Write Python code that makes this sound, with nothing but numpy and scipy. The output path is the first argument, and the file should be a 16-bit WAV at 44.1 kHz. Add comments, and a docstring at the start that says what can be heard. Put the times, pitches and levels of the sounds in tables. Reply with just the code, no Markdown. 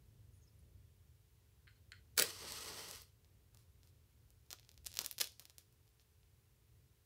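"""A low rumble, a faint motor hum and microphone hiss (shaped noise and sines) run throughout.
First come faint high tinkles (narrow noise). From 1.7 s a match taps its cardboard box: short pushes make it ring.
At 2.2 s the match is dragged along the strip (bursts of rubbing noise) and flares with a hiss over a low roar.
From 2.5 s the flame spits sharp pops (short wave packets), thickest near 5 s, when it meets a waxy wick.
Puffs of gritty hiss join them from 3.5 s. A furnished room answers all but the steady background."""
import sys
import numpy as np
from scipy import signal
from scipy.fft import rfft, irfft, next_fast_len
from scipy.io import wavfile
from scipy.ndimage import uniform_filter1d

SR = 44100
rng = np.random.default_rng(int(sys.argv[2]) if len(sys.argv) > 2 else 0)


def generate_wav(sig):
    """Save sig (samples, or channels by samples) to the path in sys.argv[1] as 16-bit PCM at SR."""
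    pcm = np.round(np.clip(np.atleast_2d(sig).T, -1, 1) * 32767).astype(np.int16)
    wavfile.write(sys.argv[1], SR, pcm)


N = 310974  # samples in the scene


def undb(db):
    """Turn decibels into a plain multiplier."""
    return 10 ** (np.asarray(db) / 20)


def unit(x):
    """Scale to rms 1."""
    return x / np.sqrt(np.mean(x ** 2))


def lowpass(x, hz):
    """Keep what lies below hz, with a gentle two-pole slope."""
    return signal.lfilter(*signal.butter(2, hz, fs=SR), x)


def highpass(x, hz):
    """Keep what lies above hz, with a gentle two-pole slope."""
    return signal.lfilter(*signal.butter(2, hz, "high", fs=SR), x)


def band(x, hz, width_hz):
    """Two-pole resonance, gain 1 at the centre."""
    centre_hz = min(hz, .45 * SR)
    return signal.lfilter(*signal.iirpeak(centre_hz, hz / width_hz, fs=SR), x)


def modes(x, table):
    """A body with several resonances of alternating sign."""
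    out = 0
    for k, (hz, width_hz, db) in enumerate(table):
        out = out + (-1) ** k * undb(db) * band(x, hz, width_hz)
    return out


def colour(x, table):
    """Shape the spectrum of a steady noise by points of frequency and level; rms 1."""
    hz, db = np.transpose(table)
    size = next_fast_len(N)
    f = np.arange(size // 2 + 1) * SR / size + 1  # + 1 avoids log(0)
    gain = undb(np.interp(np.log(f), np.log(hz), db, -90, -90))
    return unit(irfft(rfft(x, size) * gain, size)[:N])


def curve(table):
    """Join the rows of a table by straight lines over time; very low outside."""
    s, *columns = np.transpose(table)
    t = np.arange(N) / SR
    return [np.interp(t, s, column, -120, -120) for column in columns]


def walk(rate):
    """Slow random sway: levels held for 1 / rate s, then smoothed twice; rms 1."""
    k = int(SR / rate)
    steps = np.repeat(rng.standard_normal(N // k + 1), k)
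    smooth = uniform_filter1d(uniform_filter1d(steps, k), k)
    return unit(smooth[:N])


def grit(rate, spread_db):
    """Random clicks, rate per second on average, a few far larger than the rest; rms 1."""
    hit = rng.random(N) < rate / SR
    size = undb(spread_db * rng.exponential(size=N))
    return unit(hit * rng.standard_normal(N) * size)


def bursts(s, db, length, edge=2):
    """Envelope of bursts that rise quickly, then fade; a higher edge stops them more abruptly."""
    env = np.zeros(N)
    for start, gain, d in zip(s, undb(db), length):
        u = np.arange(int(4 * d * SR)) / (d * SR)  # time in burst lengths
        i = int(start * SR)
        env[i:i + len(u)] += gain * np.minimum(8 * u, 1) * np.exp(-u ** edge * 1.2)
    return env


# low rumble of the house: (t/s, level/dB)
RUMBLE_LEVEL = [(0.0, -64), (0.96, -64.5), (1.3, -67.5), (2, -66), (2.8, -65.5), (3.3, -66.5), (4.3, -69),
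                (5.6, -70.5), (7.06, -69.5)]
# its spectrum: (f/Hz, relative level/dB)
RUMBLE_TONE = [(15, -60.5), (25, -30), (40, -5), (81, 0), (123, -3.5), (167, -17.5), (358, -27),
               (442, -27.5), (467, -27.5), (700, -35.5), (910, -66.5), (1540, -120)]


def rumble():
    """Low-pitched noise whose level sways."""
    sway_db = 1.7 * walk(9.9)
    return colour(rng.standard_normal(N), RUMBLE_TONE) * undb(curve(RUMBLE_LEVEL)[0] + sway_db)


HUM_HZ, HUM_WAVER_HZ = 48.45, .15  # base frequency and its rms waver
# overtones of the motor hum: (multiple of the base frequency, rms level/dB)
HUM_LINES = [(7, -94.5), (8, -94), (9, -91), (11, -99)]


def motor_hum():
    """A few sine overtones that waver together in pitch."""
    turns = np.cumsum(HUM_HZ + HUM_WAVER_HZ * walk(3)) / SR
    out = 0
    for multiple, db in HUM_LINES:
        phase = 2 * np.pi * (multiple * turns + rng.random())
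        out = out + np.sqrt(2) * undb(db) * np.sin(phase)
    return out


HISS_DB = -79.5  # rms
# spectrum of the microphone hiss: (f/Hz, relative level/dB)
HISS_TONE = [(410, -32), (700, -4.5), (1060, -3), (1120, -5), (2770, -5), (8650, -8), (15200, -6),
             (16000, -8.5)]


def microphone_hiss():
    """Steady noise from the microphone itself."""
    return undb(HISS_DB) * colour(rng.standard_normal(N), HISS_TONE)


TINKLE_SWAYS_PER_S = 70
# faint high tinkles: (t/s, f/Hz, level/dB before the last filter, length/s)
TINKLES = [(.322, 9650, -79.5, 0.08), (0.33, 6580, -84, 0.068), (0.415, 6500, -78, 0.032),
           (0.424, 5400, -86, .02), (0.468, 5260, -86, .03), (0.587, 9800, -77.5, .015)]


def tinkles():
    """Narrow bands of noise, high up, rattle briefly."""
    out = 0
    for s, hz, db, length in TINKLES:
        noise = unit(band(rng.standard_normal(N), hz, 400))
        rattle = noise * undb(4 * walk(TINKLE_SWAYS_PER_S))
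        out = out + band(rattle * bursts([s], [db], [length], 4.3), hz, 600)
    return out


# hot gas spits out in short puffs: (t/s, level/dB, length/s, low flutter level/dB over the hiss)
PUFFS = [(3.543, -83, 0.021, 5), (3.576, -76, 0.068, -10), (3.835, -77.5, 0.036, -8),
         (3.873, -78, 0.035, -18), (4.507, -58, 0.018, -10), (4.527, -61.5, 0.015, 4.5),
         (4.858, -53, 0.019, -37), (4.957, -62, 0.013, -11), (4.988, -47.5, 0.0096, -3),
         (5.004, -58.5, 0.023, 3.5), (5.032, -65, 0.051, -0.5), (5.04, -54, 0.0196, -19),
         (5.183, -59, 0.012, -7), (5.205, -40, 0.017, -10), (5.211, -56.5, 0.062, -14.5),
         (5.25, -68, 0.021, -9), (5.399, -67.5, 0.046, -8), (5.45, -77, 0.027, -4), (5.497, -73, 0.02, -4),
         (5.583, -71, 0.05, -20), (5.997, -77, .04, -13)]
# resonances of the flutter: (f/Hz, width/Hz, level/dB)
FLUTTER = [(190, 71, 3), (415, 250, 6), (1268, 540, 4)]
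# spectrum of the hiss: (f/Hz, relative level/dB)
PUFF_TONE = [(1000, -3), (2000, -5.5), (3200, 2), (5500, 4), (8000, 0), (12000, -1), (16000, -4)]


def puffs():
    """Spurting gas makes a gritty hiss with a low flutter."""
    s, db, length, low_db = np.transpose(PUFFS)
    hiss = colour(grit(7000, 1.6), PUFF_TONE) * bursts(s, db, length)
    flutter = unit(modes(rng.standard_normal(N), FLUTTER)) * bursts(s, db + low_db, length)
    return hiss + flutter


CRACKLE_SPREAD_DB = 4  # most that a pop strays from the mean level
CRACKLE_TREBLE_DB, CRACKLE_TREBLE_SPREAD_DB = -3, 5  # snap over crack: mean, most it strays
# stretches of small random pops: (start t/s, length/s, pops per s, mean level/dB)
CRACKLE = [(2.926, .11, 94, -48), (4.846, .016, 200, -46), (4.916, 0.077, 97, -44), (5.003, .06, 83, -44),
           (5.105, .016, 180, -51), (5.185, .08, 67, -40)]


def crackle():
    """Rows of small pops, loosely spread over each crackling stretch."""
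    rows = []
    for start, length, rate, db in CRACKLE:
        count = max(round(length * rate), 1)
        chance = rng.random((32, 3))[:count].T
        n = chance.shape[1]
        s = start + length * (np.arange(n) + chance[0]) / n
        size_db = db + CRACKLE_SPREAD_DB * (2 * chance[1] - 1)
        treble_db = CRACKLE_TREBLE_DB + CRACKLE_TREBLE_SPREAD_DB * (2 * chance[2] - 1)
        rows += zip(s, size_db, treble_db)
    return rows


def wavelet(hz, cycles, phase):
    """A short bell-shaped wave packet, one row per pop; cycles sets its half-width."""
    u = (np.arange(-100, 101) / SR) * np.reshape(hz, (-1, 1))
    return np.exp(-(u / cycles) ** 2) * np.cos(2 * np.pi * u + np.reshape(phase, (-1, 1)))


CRACK_HZ, CRACK_HZ_PER_DB, CRACK_CYCLES = 5350, 82, 0.49  # Hz rise per dB of treble
SNAP_HZ, SNAP_CYCLES = 12300, 0.71
THUMP_HZ, THUMP_CYCLES = 556, 0.36
THUMP_DB, THUMP_GROWTH = -65, 0.63  # thump of a -40 dB pop; dB gained per dB of pop
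# the clear pops of the flame: (t/s, crack level/dB before the bass cut, snap level/dB over it)
POPS = [(2.451, -34, -12), (2.5219, -29, -1), (2.8864, -38.5, 3), (2.9121, -32, 2.5), (2.959, -36, 0),
        (3.0193, -44, 10), (3.2466, -53.5, -6), (3.5473, -49, 1), (3.5723, -48, -1), (3.8325, -50, -3.5),
        (3.8739, -52.5, 0), (4.3047, -54.5, 5.5), (4.4634, -59, -2), (4.5057, -31, -5.5),
        (4.5136, -34.5, -3), (4.515, -41, -6), (4.5295, -26, -2.5), (4.5872, -47, -18), (4.597, -45, -2),
        (4.6307, -51, -17), (4.6487, -50.5, -14), (4.692, -40.5, -5.5), (4.716, -47.5, 1),
        (4.7425, -52.5, -1), (4.7776, -43.5, -2.5), (4.8645, -27.5, -1), (4.8699, -29, 3.5),
        (4.9074, -48, -13), (4.9407, -37.5, 2), (4.9537, -39, 1), (4.963, -36, 0), (4.9716, -25.5, -2),
        (4.9902, -12.5, -4), (5.0088, -35, 2), (5.0145, -31, -2), (5.0171, -32.5, 5.5), (5.0463, -29, -6),
        (5.048, -32, 1), (5.0623, -24.5, 5), (5.1126, -27, 5), (5.1274, -38.5, 3), (5.1824, -27, -0.5),
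        (5.187, -30, 1), (5.2032, -20.5, -5.5), (5.2089, -22.5, -1), (5.2095, -24.5, 5),
        (5.2129, -14.5, -3), (5.2152, -13, -1), (5.2231, -32, -13), (5.2427, -27.5, -1),
        (5.273, -35.5, 0.5), (5.3203, -50, 2), (5.3964, -35, 2.5), (5.4003, -43, -2), (5.4238, -48, 2),
        (5.4544, -38.5, -1), (5.4983, -42.5, -1), (5.506, -51, -3), (5.5829, -37.5, 2.5), (5.591, -54, 8),
        (5.726, -60.5, 6), (5.8719, -61, -4), (5.8785, -57, -4), (5.891, -63.5, 8), (5.9972, -52.5, -9),
        (6.014, -58, -11), (6.232, -59.5, -23)]


def pops():
    """Each burst pocket of gas gives a short crack, a brighter snap and a late thump."""
    s, db, treble_db = np.transpose(POPS + crackle())
    chance = rng.standard_normal((len(s), 5)).T
    at = (s * SR).astype(int)[:, None] + np.arange(-100, 101)
    # pops with more treble also crack higher
    hz = CRACK_HZ + CRACK_HZ_PER_DB * np.clip(treble_db, -25, 10)
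    hz = hz * (1 + .12 * np.tanh(chance[4]))
    crack = wavelet(hz, CRACK_CYCLES, 3.3 + .5 * chance[0])
    snap = wavelet(SNAP_HZ * (1 + chance[1] / 14), SNAP_CYCLES, np.pi * chance[2])
    thump_hz = THUMP_HZ * (1 + np.tanh(chance[3]) / 6)
    thump = wavelet(thump_hz, THUMP_CYCLES, np.full(len(s), np.pi / 2))
    out = np.zeros(N)
    np.add.at(out, at, undb(db)[:, None] * (crack + undb(treble_db)[:, None] * snap))
    # a tiny source radiates no bass of its own
    out = highpass(out, 1100)
    thump_db = THUMP_DB + THUMP_GROWTH * (db + 40)
    np.add.at(out, at + 30, undb(thump_db)[:, None] * thump)  # 30 samples late
    return out


# resonances of the hollow cardboard box: (f/Hz, width/Hz, level/dB)
BOX_MODES = [(1495, 170, -2.5), (2055, 190, -1), (2533, 330, -9.5), (3030, 220, -6.5), (4230, 260, -3.5),
             (5350, 400, -15.5), (7100, 230, -8), (8550, 590, -13.5)]


def box(push):
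    """The walls of the box ring; being small, it radiates little bass."""
    return highpass(modes(push, BOX_MODES), 1200)


TICK_DB = -24  # bare contact click, relative to the blow
# the match knocks and rattles on the box: (t/s, blow level/dB, nominal contact time/s)
TAPS = [(1.671, -23, 0.00014), (1.6767, -18, 0.00013), (1.6785, -21.5, 0.00013), (1.684, -24, 0.00013),
        (1.9195, -11, 0.00004), (1.931, -13, .0002)]
# fingers and match scuff the box: (t/s, level/dB before filtering, length/s)
SCUFFS = [(1.682, -56, 0.053), (1.752, -64, 0.036), (1.932, -51, 0.056)]


def taps():
    """Short rounded pushes, where a longer contact gives a duller knock, and a soft scuffing."""
    push = np.zeros(N)
    for s, db, contact in TAPS:
        shape = np.hanning(int(2 * contact * SR) + 3)
        i = int(s * SR)
        push[i:i + len(shape)] += undb(db) * shape / shape.sum()
    scuff = lowpass(grit(3000, 2.0), 4500) * bursts(*np.transpose(SCUFFS))
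    tick = highpass(push, 7000)
    return box(push + scuff) + undb(TICK_DB) * tick


BOX_AIR_HZ, BOX_AIR_WIDTH_HZ = 408, 330


def box_air(push):
    """The air in the box rings in one low, clean band."""
    once = band(push, BOX_AIR_HZ, BOX_AIR_WIDTH_HZ)
    return band(once, BOX_AIR_HZ, BOX_AIR_WIDTH_HZ)


SHOVE_HZ, SHOVE_WIDTH_HZ, SHOVE_DB = 190, 120, 0  # hand and box jolt
# the head catches and slips on the strip: (t/s, rub level/dB, length/s, rasp level/dB over it)
SLIPS = [(2.166, -53.5, 0.0041, -2), (2.1726, -44, 0.0083, -2.5), (2.1774, -30.5, 0.0022, 1),
         (2.1792, -25, 0.0018, 2.5), (2.1811, -33, 0.0062, 0), (2.1889, -29, 0.0048, 3),
         (2.1938, -32.5, 0.0015, 0.5), (2.1968, -25.5, 0.0018, 6.5), (2.1977, -29.5, 0.027, -8),
         (2.2221, -22, 0.0013, 4), (2.223, -32.5, 0.0051, 1.5), (2.229, -43, 0.013, -3)]
# spectrum of the strip's rasp: (f/Hz, relative level/dB)
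RASP_TONE = [(700, -24), (1300, -3), (2500, -7), (3500, -6), (4700, 0), (6500, -6.5), (8200, 0), (9200, -9),
             (11000, -4.5), (14000, -7.5), (16000, -3.5)]


def strike():
    """Dense, even grit shakes the box and the air in it; the strip itself rasps broadly."""
    s, db, length, treble_db = np.transpose(SLIPS)
    rub = unit(rng.random(N) - .5)
    # the fingers that hold the box damp its upper modes
    push = lowpass(rub * bursts(s, db, length, 6.3), 2800)
    walls = undb(8) * box(push)
    air = undb(5.0) * box_air(push)
    rasp = colour(rub, RASP_TONE) * bursts(s, db + treble_db, length, 3)
    shove = undb(SHOVE_DB) * band(push, SHOVE_HZ, SHOVE_WIDTH_HZ)
    return walls + air + rasp + shove


JET_SWAY_DB, ROAR_SWAY_DB = 0.83, 2  # rms; the jet's slowest sway only
# treble gain above TREBLE_HZ: least at TREBLE_LOW_S, rising on either side of it
TREBLE_HZ, TREBLE_LOW_DB, TREBLE_DB_PER_S, TREBLE_LOW_S = 9040, -7, 8, 2.44
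# burning head: (t/s, gas jet level/dB, flame roar level/dB over the jet)
FLARE = [(2.234, -46, -6), (2.282, -52.5, -8), (2.39, -55.5, -7), (2.52, -52.5, -7.5), (2.63, -53.5, -8.5),
         (2.7, -52, -3.5), (2.75, -54, -10), (2.8, -52.5, -5.5), (3.012, -59.5, -12), (3.062, -78, -20),
         (3.1, -84, -10)]
# spectrum of the jet: (f/Hz, relative level/dB)
JET_TONE = [(700, -31.5), (900, -11), (1170, -3), (1700, -12), (1960, -1.5), (2300, -9), (3000, -3),
            (3700, -6.5), (4400, -0.5), (6000, -3.5), (7000, -11), (8300, -4.5), (9500, -12), (11500, -8.5),
            (16000, -13.5)]
# resonances of the roar: (f/Hz, width/Hz, level/dB)
ROAR = [(457, 210, -0.5), (162, 28, -4.5), (870, 330, -9.5)]


def flare():
    """Gas jets out of the burning head in uneven spurts over a low roar."""
    jet_db, roar_db = curve(FLARE)
    spurts_db = JET_SWAY_DB * walk(14) + 1.2 * walk(40) + 1.5 * walk(250)
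    noise = rng.standard_normal(N) + 0.4 * grit(1200, 1.5)
    jet = colour(noise, JET_TONE) * undb(jet_db + spurts_db)
    top = highpass(jet, TREBLE_HZ)
    low = lowpass(jet, TREBLE_HZ)
    treble_db = TREBLE_LOW_DB + TREBLE_DB_PER_S * np.abs(np.arange(N) / SR - TREBLE_LOW_S)
    # minus, because the two filters have opposite phase where they meet
    jet = low - top * undb(np.minimum(treble_db, 6))
    roar = unit(modes(rng.standard_normal(N), ROAR))
    return jet + roar * undb(jet_db + roar_db + ROAR_SWAY_DB * walk(30))


# room answer by band, levels before the shared gain and near_share:
# (f/Hz, near surfaces level/dB, their 60 dB fade/s, walls level/dB, their 60 dB fade/s)
ROOM = [(502.6, -16, .03, -10.5, .25), (1430, -15.5, 0.093, -11, 0.14), (3170, -11, 0.015, -12.5, 0.25),
        (5194, -11, .02, -17.5, 0.37), (9200, -8.5, 0.0072, -18, 0.29), (14060, -10, 0.017, -17.5, 0.11)]


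def room(x, near_share):
    """Quick scatter from table and bowl, then a longer answer from the walls."""
    t = np.arange(int(.4 * SR)) / SR
    answer = 0
    for hz, near_db, near_t60, wall_db, wall_t60 in ROOM:
        near = undb(-60 * t / near_t60) * (t > .0005)
        wall = undb(-60 * t / wall_t60) * np.clip((t - .003) / 0.0017, 0, 1)
        near = near_share * undb(near_db) * near / np.linalg.norm(near)
        wall = undb(wall_db) * wall / np.linalg.norm(wall)
        noise = band(band(rng.standard_normal(len(t)), hz, .8 * hz), hz, .8 * hz)
        answer = answer + (near + wall) * noise
    return x + 1.5 * signal.oaconvolve(x, answer)[:N]


def scene():
    """Add the sources, each in the room, to the steady background."""
    background = rumble() + motor_hum() + microphone_hiss()
    low_down = room(tinkles() + puffs() + pops(), 0.58)
    knocks = room(taps(), 1.0)
    # the strike and the flare happen higher, away from the table top
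    high_up = room(strike() + flare(), 0.13)
    return (background + low_down + knocks + high_up)[None]


BOTTOM_HZ, TOP_HZ = 46, 15760


def record(dry):
    """The microphone loses the deepest bass and the phone cuts the top."""
    bass_cut = signal.butter(6, BOTTOM_HZ, "high", fs=SR, output="sos")
    top_cut = signal.firwin(801, TOP_HZ, window=("kaiser", 8), fs=SR)
    return signal.oaconvolve(signal.sosfilt(bass_cut, dry), top_cut[None], "same")


dry = scene()
out = record(dry)
generate_wav(out)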